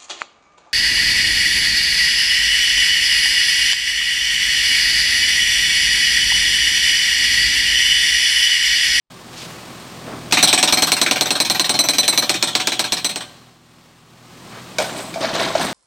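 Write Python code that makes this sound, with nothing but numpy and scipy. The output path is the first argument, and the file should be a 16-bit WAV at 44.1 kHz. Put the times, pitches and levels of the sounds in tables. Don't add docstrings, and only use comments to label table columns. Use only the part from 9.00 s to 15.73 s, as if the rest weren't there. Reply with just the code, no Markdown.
import sys
import numpy as np
from scipy import signal
from scipy.fft import rfft, irfft, next_fast_len
from scipy.io import wavfile
from scipy.ndimage import uniform_filter1d, minimum_filter1d, map_coordinates

SR = 44100
rng = np.random.default_rng(int(sys.argv[2]) if len(sys.argv) > 2 else 0)


def to_wav(s):
    ch = np.atleast_2d(s).T
    pcm = np.round(np.clip(ch, -1, 1) * 32767)
    wavfile.write(sys.argv[1], SR, pcm.astype(np.int16))


N = 296793
T = np.arange(N) / SR


def amp(db):
    return 10 ** (np.asarray(db) / 20)


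def unit(x):
    return x / np.sqrt(np.mean(x ** 2) + 1e-20)


def along(points, hz):
    knots_hz, values = np.transpose(points)
    return np.interp(np.log(hz + 1), np.log(knots_hz + 1), values)


def curve(points, time_s=T):
    return np.interp(time_s, *np.transpose(points))


def wobble(rate_hz):
    knots = rng.standard_normal(int(N * rate_hz / SR) + 4)
    return map_coordinates(knots, [np.arange(N) * rate_hz / SR])


def swell(centre_s, sigma_s):
    return np.exp(-.5 * ((T - centre_s) / sigma_s) ** 2)


def fade(t, t60_s):
    return np.exp(-np.log(1000) * t / max(t60_s, .001))


def attack(t, rise_s):
    return 1 - np.exp(-t / rise_s)


def filtered(x, response):
    n = x.shape[-1]
    padded = next_fast_len(n + 8192)
    return irfft(rfft(x, padded) * response(np.fft.rfftfreq(padded, 1 / SR)), padded)[..., :n]


def coloured(x, spectrum):
    return unit(filtered(x, lambda hz: amp(along(spectrum, hz))))


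def noise(spectrum, size=N):
    return coloured(rng.standard_normal(size), spectrum)


def band(centre_hz, sigma_oct, size=N):
    white = rng.standard_normal(size)
    return unit(filtered(white, lambda hz: np.exp(-.5 * (np.log2((hz + 1) / centre_hz) / sigma_oct) ** 2)))


def add(track, start_s, x):
    part = track[max(round(start_s * SR), 0):][:len(x)]
    part += x[:len(part)]


def valley(x):
    # (frequency [Hz], t60 [s])
    decay = [(100, 0.62), (700, 0.94), (4000, 1), (14000, 0.48)]
    hz, t, spectra = signal.stft(rng.standard_normal(SR), SR, nperseg=256)
    tail = signal.istft(spectra * amp(-60 * t / along(decay, hz)[:, None]), SR, nperseg=256)[1]
    return signal.fftconvolve(x, tail / np.linalg.norm(tail))[:N]


def hillside(x):
    # (delay [s], level [dB], scatter t60 [s])
    faces = [(0.047, 1.5, 0.013), (0.0557, -5, 0.069)]
    t = np.arange(SR // 10) / SR
    response = np.zeros(SR // 4)
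    for delay_s, db, t60_s in faces:
        slap = rng.standard_normal(len(t)) * fade(t, t60_s)
        add(response, delay_s, amp(db) * slap / np.linalg.norm(slap))
    return signal.fftconvolve(x, response)


def diesel(throb=0.13, rattle=0.097, exhaust_db=-6, block_db=-1):
    # (time [s], firing rate [Hz])
    speed = [(0, 41), (2.5, 41.44), (4.2, 40.82), (5.1, 40.6), (5.6, 41.43), (6.73, 41.23)]
    # (time [s], level
    # [dB])
    loudness = [(.1, -43), (.5, -39.5), (1.3, -39), (3.5, -39.5), (4.3, -46.5), (4.6, -55), (4.8, -51.5),
                (5.05, -53), (5.5, -41.5), (6.73, -35)]
    # (multiple of firing rate [-], level [dB])
    harmonics = [(1, -18), (2, -16.5), (3, -5), (4, -8), (5, -37), (6, -9.5), (7, -31.5), (8, -25),
                 (9, -17.5)]
    # (frequency [Hz], density [dB])
    block_spectrum = [(30, -36), (65, -33), (100, -4.5), (135, -4.5), (175, 0.5), (215, -1.5), (280, -6),
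                      (345, -3.5), (450, -9), (530, -8), (712, -9), (900, -28), (1300, -53.5)]
    # (frequency [Hz], density [dB])
    clatter_spectrum = [(400, -67.5), (740, 2), (900, -1.5), (1130, 2.5), (1400, -3.5), (2200, -5),
                        (4200, -6), (6500, -11), (9000, -12.5), (10000, -20.5), (15500, -21.5)]
    level_db = curve(loudness)
    peak_db = level_db.max()
    dip_db = level_db - peak_db
    load_db = 8 * swell(centre_s=1.25, sigma_s=.2)
    pipe_db = exhaust_db + load_db + peak_db + 0.62 * dip_db
    rumble_db = block_db + .4 * load_db + peak_db + 1.06 * dip_db
    phase = 2 * np.pi * np.cumsum(curve(speed) * (1 + 0.0041 * wobble(8))) / SR
    pipe = sum(amp(db + wobble(7)) * np.sin(k * phase + rng.uniform(0, 2 * np.pi)) for k, db in harmonics)
    block = unit(noise(block_spectrum) * (1 + throb * np.cos(phase)))
    clatter = unit(noise(clatter_spectrum) * (1 + rattle * np.cos(phase)) * amp(0.41 * wobble(47)))
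    return np.sqrt(2) * amp(pipe_db) * pipe + amp(rumble_db) * block + amp(level_db) * clatter


def scuffs(grit_db=2):
    # (time [s], sigma [s], level [dB], centre [Hz], band sigma [oct])
    shifts = [(0.407, 0.043, -34.5, 3860, 0.73), (0.48, 0.11, -40.5, 503, 2.2),
              (0.693, 0.017, -36.5, 220, 0.43), (1.12, 0.045, -31, 384, 1.4),
              (5.568, 0.04, -39.5, 1150, 1.14)]
    return sum(amp(db + grit_db * wobble(120)) * swell(time_s, sigma_s) * band(hz, sigma_oct)
               for time_s, sigma_s, db, hz, sigma_oct in shifts)


def grains(per_s, low_hz, high_hz, cycles, spread_db):
    start, pitch, strength = rng.random((int(per_s * N / SR), 3)).T
    hz = (low_hz * (high_hz / low_hz) ** pitch)[:, None]
    k = np.arange(SR // 100)
    gain = amp(-spread_db * np.log(np.maximum(strength, .03)))[:, None]
    clicks = gain * np.sin(2 * np.pi * hz * k / SR) * np.exp(-hz * k / SR / cycles)
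    positions = (start * N).astype(int)[:, None] + k
    return unit(np.bincount(positions.ravel(), clicks.ravel(), N)[:N])


def rubble(tumble_db=-4, gravel_db=-2, chips_db=-4, clump_db=2):
    # (time [s], level [dB], chip level [dB])
    pours = [(5.795, -23.5, -27), (5.96, -34, -30.5), (6.205, -19.5, -35.5), (6.33, -20.5, -34),
             (6.39, -18, -30), (6.55, -24, -36), (6.604, -20, -26.5)]
    # (frequency [Hz], gain [dB])
    tumble_tone = [(80, -16), (170, -8), (350, -0.5), (480, -3.5), (650, 6), (850, 4.5), (1100, 4.5),
                   (1500, -15), (3000, -40)]
    # (frequency [Hz], gain [dB])
    gravel_tone = [(700, -14), (1400, -4.5), (2200, -2), (2800, -3), (4000, 3.5), (5500, -1.5), (7000, 4.5),
                   (12000, -40)]
    # (frequency [Hz], gain [dB])
    chip_tone = [(4500, -2), (6500, -2.5), (8500, 3.5), (10000, -7.5), (15500, -10)]
    flow, chip_flow = np.zeros(N), np.zeros(N)
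    for start_s, db, bright_db in pours:
        t = np.maximum(T - start_s, 0)
        rise = attack(t, 0.0044)
        flow = np.hypot(flow, amp(db) * rise * fade(t, t60_s=0.62))
        chip_flow = np.hypot(chip_flow, amp(bright_db) * rise * fade(t, t60_s=0.68))
    rolling = flow.max() * (flow / flow.max()) ** 0.65
    tumble = rolling * coloured(grains(700, 162, 1430, cycles=1.1, spread_db=1), tumble_tone)
    clumps = amp(clump_db * wobble(70))
    gravel = flow * clumps * coloured(grains(4000, 1136, 6270, cycles=4.8, spread_db=0.5), gravel_tone)
    ticks = grains(900, 7050, 14800, cycles=14, spread_db=4) + .8 * rng.standard_normal(N)
    chips = chip_flow * coloured(ticks, chip_tone)
    return amp(tumble_db) * tumble + amp(gravel_db) * gravel + amp(chips_db) * chips


def stone_knocks(knock_hz=644, roughness=0.91):
    # (time [s], clack [dB], knock [dB], clack t60 [s])
    impacts = [(1.311, -24, -48, .076), (5.7846, -13, -15, 0.07), (5.801, -23, -20, 0.15),
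               (5.842, -27, -32, 0.095), (5.989, -32, -26.5, .08), (6.141, -25.5, -35, .066),
               (6.159, -34, -23, 0.17), (6.211, -40, -25, 0.094), (6.23, -40, -16.5, .09),
               (6.351, -23.5, -19, .05), (6.552, -25, -9.5, 0.06), (6.596, -25, -19, 0.11)]
    # (frequency [Hz], density [dB])
    clack_spectrum = [(300, -7), (480, -26), (640, 10), (950, -11.5), (1200, -12.5), (1550, 10.5),
                      (1900, -26.5), (2300, 9.5), (2750, -12.5), (3150, -0.5), (4200, -2), (5100, 0),
                      (6500, -4), (9000, -12.5), (15000, -31)]
    size = SR // 3
    t, out = np.arange(size) / SR, np.zeros(N)
    for start_s, clack_db, knock_db, t60_s in impacts:
        clack = amp(clack_db) * noise(clack_spectrum, size) * (fade(t, t60_s) + 0.23 * fade(t, 0.015))
        hz = knock_hz * np.exp(0.05 * rng.standard_normal())
        hollow = unit(np.sin(2 * np.pi * hz * t) + roughness * band(hz, 0.41, size))
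        knock = amp(knock_db) * hollow * fade(t, 1.15 * t60_s) * attack(t, 0.00086)
        add(out, start_s, clack + knock)
    return out


def ground(thud_hz=70, t60_s=0.061, rise_s=0.0059):
    # (time [s], level [dB])
    thuds = [(1.7242, -20), (1.8221, -23), (2.015, -41), (2.209, -29), (2.5965, -47), (2.7897, -44),
             (3.5515, -37)]
    t, out = np.arange(SR // 4) / SR, np.zeros(N)
    push = np.sin(2 * np.pi * thud_hz * t) * fade(t, t60_s) * attack(t, rise_s)
    for start_s, db in thuds:
        add(out, start_s, amp(db) * push)
    return out


def squeal(peak_s=3.62, pitch_hz=3410, fall_hz_per_s=350, level_db=-31, octave_db=-12):
    hz = pitch_hz - fall_hz_per_s * (T - peak_s)
    phase = 2 * np.pi * np.cumsum(hz * (1 + .02 * wobble(60) + .07 * wobble(900))) / SR
    grip = amp(3 * wobble(150))
    whistle = np.sin(phase) + amp(octave_db) * np.sin(2 * phase)
    return amp(level_db) * swell(peak_s, sigma_s=0.29) * grip * whistle


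def chisel(t, stroke_s, ring_db, drop_s=0.029, drop_db=-12, scatter_db=2):
    # (frequency [Hz],
    # level [dB], t60 [s], base width [Hz], share of ring_db [-])
    modes = [(2245, -11, .3, 40, 1), (4006, 2.5, .55, 6, 1), (4224, 2, .55, 9, .4),
             (5946, -1.5, .4, 14, .9), (8010, -11, .25, 30, .3), (8130, 2.5, .38, 24, .35),
             (10255, -21, .3, 12, .4), (10401, -11, .38, 8, .45), (12296, -16, .7, 4, .4),
             (12694, -13.5, .38, 10, .9), (15037, -23, .5, 7, .8)]
    # (time [s], mode width factor [-])
    grind = [(1.3, 3), (2.15, 3.4), (2.35, 1.4), (3.2, 0.56), (3.35, 4.3), (3.9, 7.5), (4.05, 2.7)]
    widening = curve(grind, stroke_s)
    ring = np.zeros(len(t))
    for hz, db, t60_s, width_hz, share in modes:
        drift = np.cumsum(rng.standard_normal(len(t))) * np.sqrt(2 * np.pi * width_hz * widening / SR)
        gain = amp(db + share * ring_db + scatter_db * rng.standard_normal())
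        ring += gain * fade(t, t60_s) * np.sin(2 * np.pi * hz * t + drift)
    drop = (1 + np.tanh((t - drop_s) / 0.0028)) / 2
    return np.sqrt(2) * ring * amp(drop_db * drop)


def breaker(crack_db=7, rock_db=-3.5, housing_db=2, casing_db=-4, chisel_db=-12,
            body_db=-7.5, body_sag_db_per_s=1.92, body_follows=0.53, echo_db=-4.5, echo_sag_db_per_s=0.75):
    blows = [(1.324, -7, -8), (1.4275, -6.5, 5.5), (1.5287, -6, -11), (1.628, -6, -15), (1.7246, -8, 1),
             (1.8221, -8, 0.5), (1.9189, -10, 1), (2.015, -9.5, 1), (2.1111, -8, -16.5), (2.21, -11, -2),
             (2.3063, -12, -2.5), (2.402, -11, 4), (2.499, -11, -3), (2.5962, -11, 1), (2.6942, -11.5, 1.5),
             (2.7904, -13.5, 10), (2.8871, -10.5, 3), (2.984, -12.5, 10), (3.0794, -11.5, 5.5),
             (3.176, -11.5, 8.5), (3.2944, -8.5, -11), (3.426, -9.5, -12.5), (3.552, -9, -20),
             (3.672, -9.5, -28), (3.7936, -11, -8), (3.9219, -12, -3.5), (4.0454, -15, 4),
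             (4.1593, -19.5, -9)]
    # (frequency [Hz], density [dB])
    crack_spectrum = [(500, -27), (1500, -9), (2600, 11), (5000, 9), (7000, 4.5), (9000, -43), (11000, -17),
                      (15500, -7.5), (17000, -29)]
    # (frequency [Hz], density [dB])
    rock_spectrum = [(700, -42), (1400, -0.5), (2130, -3.5), (2290, 3), (2650, 0.5), (2900, -3.5),
                     (3800, 6.5), (4900, -3), (5600, 1.5), (7000, -7.5), (8400, -2), (9600, -21.5),
                     (12000, -20.5), (14500, -35), (15600, -34), (17000, -40)]
    # (frequency [Hz], density [dB])
    housing_spectrum = [(70, -33), (130, -6.5), (190, -4), (290, -2), (400, -2), (500, -7), (620, -1.5),
                        (850, 1.5), (1100, -1), (1400, -10.5), (2200, -10), (5000, -30)]
    # (frequency [Hz], level [dB], t60 [s])
    casing_modes = [(171.4, -18, 0.34), (249.6, -7.5, 0.16), (282, 3, 0.078), (327.2, 2, .13),
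                    (508.4, -15, 0.3), (590, -9, 0.4), (664, -10.5, 0.11), (747, -4.5, 0.4),
                    (834, -13, 0.066), (1012, -17.5, 0.35), (1142, -6, 0.1), (1566, -16, 0.67),
                    (3064, -9, 0.41)]
    # (frequency [Hz], gain [dB])
    echo_tone = [(60, 2.5), (300, 1.5), (1000, 1.5), (3000, 5), (4200, 2.5), (8000, 0), (15000, 7)]
    size = SR // 2
    t = np.arange(size) / SR

    def renewed(same, spectrum, alike):
        return np.sqrt(alike) * same + np.sqrt(1 - alike) * noise(spectrum, size)

    direct, echoes = np.zeros(N), np.zeros(N)
    same_rock, same_housing = noise(rock_spectrum, size), noise(housing_spectrum, size)
    modes = np.array([amp(db) * fade(t, t60_s) * np.sin(2 * np.pi * hz * t + rng.uniform(0, 2 * np.pi))
                      for hz, db, t60_s in casing_modes])
    median_db = np.median([db for _, db, _ in blows])
    for start_s, db, ring_db in blows:
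        elapsed_s = start_s - blows[0][0]
        rock_t60_s = .13 + 0.09 * np.exp(-elapsed_s / 0.22)
        rock = amp(rock_db) * renewed(same_rock, rock_spectrum, alike=0.2) * fade(t, rock_t60_s)
        crack = amp(crack_db) * noise(crack_spectrum, size) * fade(t, 0.0087)
        housing = amp(housing_db) * renewed(same_housing, housing_spectrum, alike=0.51) * fade(t, 0.14)
        casing = amp(casing_db + rng.normal(0, 1.2, len(modes))) @ modes
        evening_db = (body_follows - 1) * (db - median_db)
        body_gain = amp(body_db - body_sag_db_per_s * elapsed_s + evening_db)
        body = body_gain * (housing + casing) * attack(t, 0.0011)
        ring = amp(chisel_db) * chisel(t, start_s, ring_db)
        add(direct, start_s, amp(db) * (crack + rock + body + ring))
        echo_gain = amp(db + echo_db - echo_sag_db_per_s * elapsed_s)
        add(echoes, start_s, echo_gain * hillside(rock + body + amp(-6) * ring))
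    return direct, filtered(echoes, lambda hz: amp(along(echo_tone, hz)))


def scene():
    # (frequency [Hz], gain [dB])
    side_gain = [(400, -79), (700, -55), (1000, -45.5), (1300, -33), (1800, -10), (3000, -29),
                 (5500, -43.5), (8000, -28), (12000, -30.5)]
    # (frequency [Hz], phase [rad])
    side_phase = [(1300, 0.79), (4000, 1.1), (8000, 1.6)]
    direct, echoes = breaker()
    stone = stone_knocks() + rubble()
    hammering = direct + amp(-2) * echoes + amp(-20) * valley(direct) + ground() + squeal()
    mid = hammering + stone + amp(-10.5) * valley(stone) + diesel() + scuffs()
    side = filtered(mid, lambda hz: amp(along(side_gain, hz)) * np.exp(1j * along(side_phase, hz)))
    return np.array([mid + side, mid - side])


def record(dry, ceiling=1.4, hold_s=.002, clip_level=.92, open_s=0.1, low_cut_hz=36, high_cut_hz=15900):
    hold = int(hold_s * SR)
    needed_gain = np.minimum(1, ceiling / (np.abs(dry).max(axis=0) + 1e-9))
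    opened = np.clip((T - open_s) / .006, .003, 1)
    limited = opened * dry * uniform_filter1d(minimum_filter1d(needed_gain, hold), hold)
    clipped = limited / (1 + np.abs(limited / clip_level) ** 5) ** (1 / 5)
    highpassed = filtered(clipped, lambda hz: 1 / np.sqrt(1 + (low_cut_hz / (hz + 1)) ** 8))
    return filtered(highpassed, lambda hz: 1 / np.sqrt(1 + (hz / high_cut_hz) ** 160))


dry = scene()
out = record(dry)
to_wav(out)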